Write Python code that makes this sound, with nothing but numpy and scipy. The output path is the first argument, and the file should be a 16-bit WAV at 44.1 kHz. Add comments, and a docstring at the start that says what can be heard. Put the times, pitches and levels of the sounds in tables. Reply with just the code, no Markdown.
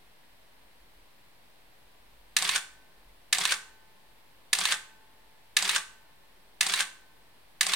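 """Quiet room: a motorised film camera on a small tripod fires six single frames.
Per frame the mirror flips up, the shutter closes, the mirror drops; each blow rings the part struck.
A small motor cocks the mechanism past a latch and winds the film to a stop: gears rattle and whine,
a pawl ticks, the body rocks on its tripod. Springs ring on faintly.
Behind it: a short room tail, hiss and a distant rumble."""
import sys
import numpy as np
from scipy import signal
from scipy.fft import rfft, irfft, next_fast_len
from scipy.io import wavfile

SR = 44100
rng = np.random.default_rng(int(sys.argv[2]) if len(sys.argv) > 2 else 0)


def bounce(signal):
    """Save signal as a 16-bit WAV file at the path given by the first command-line argument."""
    frames = np.transpose(np.atleast_2d(signal))
    limited = np.clip(frames, -1, 1)
    pcm = np.round(limited * 32767).astype(np.int16)
    wavfile.write(sys.argv[1], SR, pcm)


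N = 341775
CYCLE_S = np.arange(int(.3 * SR)) / SR   # time after release
GRID_HZ = np.maximum(np.fft.rfftfreq(8192, 1 / SR), 1)

# frames: release t/s, winding lag/s, blow gain/dB, return spring level/dB
FRAMES = [(2.3642, -0.001, 0.0, -72.5), (3.3254, -0.00068, 0.3, -66), (4.5284, -0.0029, 0.1, -63.5),
          (5.5654, -0.00056, 0.5, -67), (6.6069, 0.0024, 0.0, -73), (7.6075, -0.00023, 0, -70)]
WINDING_PARTS = ("mirror down", "latch", "gears", "pawl", "stop")
# blows of one cycle: part, t/s after release, level/dB, lead of first touch/s
BLOWS = [("mirror up", .0021, -17, 0.0016), ("mirror up", .0038, -14.5, .002),
         ("mirror up", .0232, -23, 0.0075), ("shutter", .0591, -21.5, .0035),
         ("mirror down", .0828, -29, .002), ("mirror down", .0875, -26, .002),
         ("mirror down", .112, -30, .004), ("latch", .129, -17, .003), ("gears", .1845, -29.5, 0.0035),
         ("stop", .192, -25, .003), ("stop", .1968, -17, .002), ("stop", .2158, -27, .006)]
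# moving parts, by name: blow t60/s, left minus right/dB
PARTS = {"mirror up": (0.026, -1.5), "shutter": (0.034, 0), "mirror down": (0.063, -.5),
         "latch": (0.026, -1.5), "gears": (0.05, -.5), "pawl": (.042, -2), "stop": (0.035, -1)}
# broad response, by part: f/Hz, level/dB
PART_COLOUR = {"mirror up": [(200, -25), (450, -21), (700, -23.5), (1100, -8.5), (1800, -2.5), (3500, -9.5),
               (6000, 0), (9000, -3), (11500, -11), (15500, -18.5)], "shutter": [(200, -10.5), (450, -13.5),
               (700, -0.5), (1100, -1.5), (1800, -2.5), (3500, 0), (6000, 1), (9000, 1.5), (11500, -11.5),
               (15500, -23)], "mirror down": [(200, -25), (450, -26), (700, -5), (1100, -5.5), (1800, -8.5),
               (3500, 0.5), (6000, -4), (9000, -5.5), (11500, -18), (15500, -28)], "latch": [(200, -29),
               (450, -34), (700, -14.5), (1100, 3), (1800, -29.5), (3500, -2), (6000, -4.5), (9000, -3),
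               (11500, -14), (15500, -26)], "gears": [(200, -31.5), (450, -18.5), (700, -15.5), (1100, -11),
               (1800, 0), (3500, -3.5), (6000, -11.5), (9000, -15.5), (11500, -19), (15500, -25.5)],
               "pawl": [(200, -30), (1500, -12), (5000, 0), (9500, 9), (11500, -7), (15500, -10)],
               "stop": [(200, -25), (450, -20.5), (700, -10.5), (1100, -5), (1800, -4), (3500, 0),
               (6000, -1), (9000, -1), (11500, -17), (15500, -32)]}
# resonances, by part: f/Hz, width/Hz, lift/dB
PART_MODES = {"mirror up": [(767, 140, 10.5), (1202, 71, 13.5), (1735, 100, 7), (1960, 460, 8),
              (2722, 510, 11), (3710, 940, 14), (4224, 260, 4), (4754, 350, 6), (9160, 1300, 7)],
              "shutter": [(753, 100, 9), (1098, 180, 7), (1481, 110, 7), (2061, 120, 6), (3687, 300, 8),
              (4773, 350, 11), (8062, 1100, 5)], "mirror down": [(812, 100, 0.5), (1160, 140, 10.5),
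              (1565, 190, 14), (2160, 540, 9), (3370, 66, 9), (4750, 940, 3)], "latch": [(1542, 88, 17),
              (1745, 250, 27.5), (1920, 380, 5.5), (2520, 440, 19.5), (2900, 390, 6), (3790, 490, 9.5),
              (4350, 220, 6)], "gears": [(930, 140, 5.5), (1100, 130, 4), (3970, 830, 2.5),
              (8726, 720, 5.5)], "pawl": [(8600, 700, 5)], "stop": [(575, 73, 10.5), (856, 46, 12),
              (1170, 130, 11.5), (1552, 316, 16.5), (1764, 130, 7.5), (2590, 150, 9), (3500, 490, 6)]}

LATCH_S, STOP_S = .122, .197   # after release
START_HZ, FREE_HZ = 608.7, 2313   # gear mesh rate
# gear whine: multiple of mesh rate, level/dB
WHINE_HARMONICS = [(1, -2.5), (2, -5), (4, -15.5)]
# resonances of the body on its tripod: f/Hz, level/dB
TRIPOD_MODES = [(185, -3), (395, -6.5)]
# rocking from falling mirror and stop: peak t/s after release, level/dB
TRIPOD_SHAKES = [(.097, -49), (.215, -61.5)]
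# spring resonances: f/Hz, level/dB, t60/s
SPRING_MODES = [(1055, -72, 4), (1511, -65, 0.35), (1526, -51, 0.93), (1780, -66, 2.4)]
# return spring resonances: f/Hz, level/dB re the frame's spring level, t60/s
RETURN_SPRING_MODES = [(434, -9.5, 4.5), (880, 2, 4.5)]
# stereo width of the direct sound: f/Hz, side gain/dB
DIRECT_WIDTH = [(200, -36), (700, -14.5), (1300, -13), (2400, -2.5), (5000, -5), (9000, -3.5),
                (15000, -1.5)]

# room tail: f/Hz, level/dB, t60/s, left-right correlation
ROOM_TAIL = [(150, -16, .45, .9), (400, -9.5, .45, 0.9), (900, -10, 0.45, 0.66), (2000, -11, .47, .2),
             (4000, -14, 0.45, .1), (8580, -8.5, .39, .05), (14960, -10, .25, .05)]
# room and microphone hiss: f/Hz, relative density/dB
HISS_SPECTRUM = [(40, -19), (80, -1.5), (115, 0), (190, -2), (420, -3), (1000, -2), (1300, -8.5),
                 (1700, -5), (4200, -9), (5500, -16), (6700, -20.5), (8500, -16.5), (13500, -17.5),
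                 (16000, -22)]
# stereo width of the hiss: f/Hz, side gain/dB
HISS_WIDTH = [(60, -16), (120, -5), (400, -3), (1300, -1), (3000, -2), (15000, 2)]
# distant rumble: f/Hz, relative density/dB
RUMBLE_SPECTRUM = [(15, -44), (30, -18.5), (40, -3), (50, -5.5), (65, -18.5), (130, -62), (400, -100)]
# rumble swells: t/s, peak level/dB, half length/s
RUMBLE_SWELLS = [(.95, -68.5, 0.15), (2.15, -65, 0.42), (3.12, -65, .09)]


def blows(part, variation=.35, spread_db=.04):
    """Mid/side force on a part. It hits the same spots each cycle, so frames differ little."""
    force = np.zeros((2, N))
    t60_s, _ = PARTS[part]
    for delay_s, level_db in contacts(part):
        usual = clatter(t60_s)
        for release_s, lag_s, frame_db, _ in FRAMES:
            blow = np.sqrt(1 - variation ** 2) * usual + variation * clatter(t60_s)
            gain = from_db(level_db + frame_db + spread_db * rng.standard_normal())
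            add(force, release_s + delay_s + lag_s * (part in WINDING_PARTS), gain * blow)
    return force


def contacts(part, touch_db=-12.5, bounces=2, bounce_s=.0045, loss_db=9):
    """Strikes per cycle (t/s, level/dB): light touch, blow, weakening rebounds. The pawl only ticks."""
    if part == "pawl":
        return pawl_ticks()
    strikes = []
    for name, at_s, level_db, lead_s in BLOWS:
        if name == part:
            strikes.append((at_s - lead_s, level_db + touch_db))
            strikes += [(at_s + k * bounce_s, level_db - k * loss_db) for k in range(bounces + 1)]
    return strikes


def pawl_ticks(start_s=.078, step_s=.0357, level_db=-32.5):
    """Four even ticks as the film winds (t/s, level/dB)."""
    return [(start_s + k * step_s, level_db) for k in range(4)]


def clatter(t60_s, crack=.78, crack_s=.00064):
    """One blow, mid/side: a sharp crack, then dense modes of equal strength dying together."""
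    decay = from_db(-60 * CYCLE_S / t60_s) * (1 + crack * np.exp(-CYCLE_S / crack_s))
    burst = rng.standard_normal((2, len(CYCLE_S))) * decay
    whitened = irfft(np.exp(1j * np.angle(rfft(burst))), len(CYCLE_S))
    return whitened * (CYCLE_S < t60_s) * np.linalg.norm(decay) / np.sqrt(1 + crack / 2)


def resonate(part, force):
    """A part colours the force and rings at its modes; unit mean power gain."""
    level_db = at_hz(PART_COLOUR[part], GRID_HZ)
    for hz, width_hz, lift_db in PART_MODES[part]:
        level_db = level_db + lift_db / (1 + (2 * (GRID_HZ - hz) / width_hz) ** 2)
    return causal_filter(force, rms_one(from_db(level_db)))


def motor(grain_db=3, jitter=.02, flutter=.7, tooth_depth=.55, whine_width=.5):
    """Mid/side tooth rattle and tones (mesh whine, tripod shake). Rattle and whine grow with speed."""
    mesh_hz, load = mesh_rate_hz(), gear_load()
    speed_oct = np.log2(mesh_hz / FREE_HZ)
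    rattle_gain = load * from_db(-34 + 5 * speed_oct)
    whine_gain = load * from_db(-35.5 + 12.5 * speed_oct)
    rattle, tones = np.zeros((2, N)), np.zeros((2, N))
    for release_s, lag_s, _, _ in FRAMES:
        start_s = release_s + lag_s
        phase = 2 * np.pi * np.cumsum(mesh_hz * (1 + jitter * wobble(.003))) / SR
        teeth = (1 + tooth_depth * np.cos(phase)) * rattle_gain * from_db(grain_db * wobble(.0012))
        add(rattle, start_s, teeth * rng.standard_normal((2, len(CYCLE_S))))
        for multiple, level_db in WHINE_HARMONICS:
            whine = np.sin(multiple * phase + rng.uniform(0, 2 * np.pi, (2, 1))) * [[1], [whine_width]]
            add(tones, start_s, whine_gain * from_db(level_db) * (1 + flutter * wobble(.002)) * whine)
        add(tones[0], start_s, tripod_shake())
    return rattle, tones


def mesh_rate_hz(doubling_s=.098, spin_up_s=.019, coast_s=.072):
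    """The motor labours up to speed, spins free past the latch, coasts after the stop."""
    loaded_hz = START_HZ * 2 ** (np.minimum(CYCLE_S, LATCH_S) / doubling_s)
    driven_hz = FREE_HZ + (loaded_hz - FREE_HZ) * np.exp(-since(LATCH_S) / spin_up_s)
    return driven_hz * np.exp(-since(STOP_S) / coast_s)


def gear_load(engage_s=.015, jolt_db=15, jolt_s=.025, unload_db_per_s=199):
    """Tooth force gain: a jolt on engaging, steady while driven, fading once the motor is cut."""
    load_db = jolt_db * np.exp(-CYCLE_S / jolt_s) - unload_db_per_s * since(STOP_S)
    return np.minimum(CYCLE_S / engage_s, 1) ** 2 * from_db(load_db)


def tripod_shake(rise_db_per_s=169, fall_db_per_s=222, roughness_rad=.5):
    """Falling mirror and stop rock the body; each shake builds and dies away."""
    envelope, shake = 0, 0
    for peak_s, level_db in TRIPOD_SHAKES:
        drop_db = np.maximum(rise_db_per_s * (peak_s - CYCLE_S), fall_db_per_s * (CYCLE_S - peak_s))
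        envelope += from_db(level_db - drop_db)
    for hz, level_db in TRIPOD_MODES:
        gain = from_db(level_db) * (1 + wobble(.0074) / 2)
        shake += gain * np.sin(2 * np.pi * hz * CYCLE_S + roughness_rad * wobble(.012))
    return envelope * shake


def springs(width=.5):
    """Springs ring from the stop until the next cycle moves them; mid/side."""
    ringing = np.zeros((2, N))
    next_releases_s = [frame[0] for frame in FRAMES[1:]] + [N / SR]
    for (release_s, lag_s, _, spring_db), next_s in zip(FRAMES, next_releases_s):
        t = np.arange(int((next_s - release_s - STOP_S / 2) * SR)) / SR
        return_modes = [(hz, db + spring_db, t60_s) for hz, db, t60_s in RETURN_SPRING_MODES]
        for hz, level_db, t60_s in SPRING_MODES + return_modes:
            ring = from_db(level_db - 60 * t / t60_s) * np.sin(2 * np.pi * hz * t)
            add(ringing, release_s + lag_s + STOP_S, ring * [[1], [width * rng.uniform(-1, 1)]])
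    return ringing


def room(source, first_echo_s=.0039, build_s=.0049):
    """Dense reflections: quick build-up, treble dies first."""
    t = np.arange(int(.7 * SR)) / SR
    hz = np.fft.rfftfreq(len(t), 1 / SR)
    edges_hz = np.geomspace(90, 17000, 16)
    onset = 1 - np.exp(-np.maximum(t - first_echo_s, 0) / build_s)
    white = rfft(rng.standard_normal((2, len(t))))
    response = 0
    for low_hz, high_hz in zip(edges_hz, edges_hz[1:]):
        centre_hz = np.sqrt(low_hz * high_hz)
        level_db, t60_s, correlation = (at_hz(ROOM_TAIL, centre_hz, column) for column in (1, 2, 3))
        mid, side = irfft(white * ((hz >= low_hz) & (hz < high_hz)), len(t))
        pair = np.sqrt((1 + correlation) / 2) * mid + np.sqrt((1 - correlation) / 2) * side * [[1], [-1]]
        decay = onset * from_db(-60 * t / t60_s)
        response += from_db(level_db) * pair * decay / np.linalg.norm(decay)
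    return signal.oaconvolve(source[None], response, axes=1)[:, :N]


def hiss(mid_db=-63, left_lag_samples=4):
    """Room and microphone hiss, slightly late on the left."""
    mid, side = coloured_noise(HISS_SPECTRUM), coloured_noise(HISS_SPECTRUM)
    left, right = from_db(mid_db) * stereo(mid, side, HISS_WIDTH)
    return np.array([np.roll(left, left_lag_samples), right])


def rumble(floor_db=-73):
    """Distant mono rumble with three swells."""
    t = np.arange(N) / SR
    swell_power = sum(from_db(peak_db) ** 2 * np.exp(-((t - peak_s) / half_s) ** 2)
                      for peak_s, peak_db, half_s in RUMBLE_SWELLS)
    return np.sqrt(from_db(floor_db) ** 2 + swell_power) * coloured_noise(RUMBLE_SPECTRUM)


def coloured_noise(spectrum):
    """Steady noise of a given spectrum, rms 1."""
    size = next_fast_len(N)
    hz = np.maximum(np.fft.rfftfreq(size, 1 / SR), 1)
    shaped = rfft(rng.standard_normal(size)) * from_db(at_hz(spectrum, hz))
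    return rms_one(irfft(shaped, size)[:N])


def wobble(step_s):
    """Random drift over one cycle, spread about 1."""
    return np.interp(CYCLE_S / step_s, np.arange(len(CYCLE_S)), rng.standard_normal(len(CYCLE_S)))


def causal_filter(x, gain):
    """Minimum-phase filter from a gain curve on GRID_HZ; no pre-ringing."""
    cepstrum = irfft(np.log(gain + 1e-9))
    half = len(cepstrum) // 2
    folded = np.r_[cepstrum[0], 2 * cepstrum[1:half], np.zeros(half)]
    kernel = irfft(np.exp(rfft(folded)))[:half]
    return np.array([signal.oaconvolve(row, kernel)[:N] for row in np.atleast_2d(x)])


def stereo(mid, side, width):
    """Mid/side to left/right, side shaped by a width table."""
    return mid + causal_filter(side, from_db(at_hz(width, GRID_HZ))) * [[1], [-1]]


def panned(pair, pan_db):
    """Tilt a pair; pan_db is left minus right."""
    return pair * from_db(np.array([[pan_db], [-pan_db]]) / 2)


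def add(track, at_s, sound):
    """Mix a sound in from at_s."""
    start = min(int(round(at_s * SR)), N)
    piece = sound[..., :N - start]
    track[..., start:start + piece.shape[-1]] += piece


def since(at_s):
    """Cycle time past at_s, zero before."""
    return np.maximum(CYCLE_S - at_s, 0)


def at_hz(points, hz, column=1):
    """Interpolate a table column over log frequency."""
    table = np.array(points, float)
    return np.interp(np.log(hz), np.log(table[:, 0]), table[:, column])


def from_db(db):
    """dB to gain."""
    return 10 ** (np.asarray(db) / 20)


def rms_one(x):
    """Scale to rms 1."""
    return x / np.sqrt(np.mean(x ** 2) + 1e-20)


def scene():
    """Camera close to the microphones, room around it."""
    rattle, tones = motor()
    direct = stereo(*(tones + springs()), DIRECT_WIDTH)
    room_send = tones[0]
    for part, (_, pan_db) in PARTS.items():
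        mid, side = resonate(part, blows(part) + rattle * (part == "gears"))
        direct = direct + panned(stereo(mid, side, DIRECT_WIDTH), pan_db)
        room_send = room_send + mid
    return direct + panned(room(room_send), pan_db=-1) + hiss() + rumble()


def record(dry):
    """Steep low-pass, small converter offset."""
    cutoff_hz, dc_offset = 16000, -.0012
    low_pass = signal.ellip(12, .1, 80, cutoff_hz, fs=SR, output="sos")
    return signal.sosfilt(low_pass, dry) + dc_offset


dry = scene()
out = record(dry)
bounce(out)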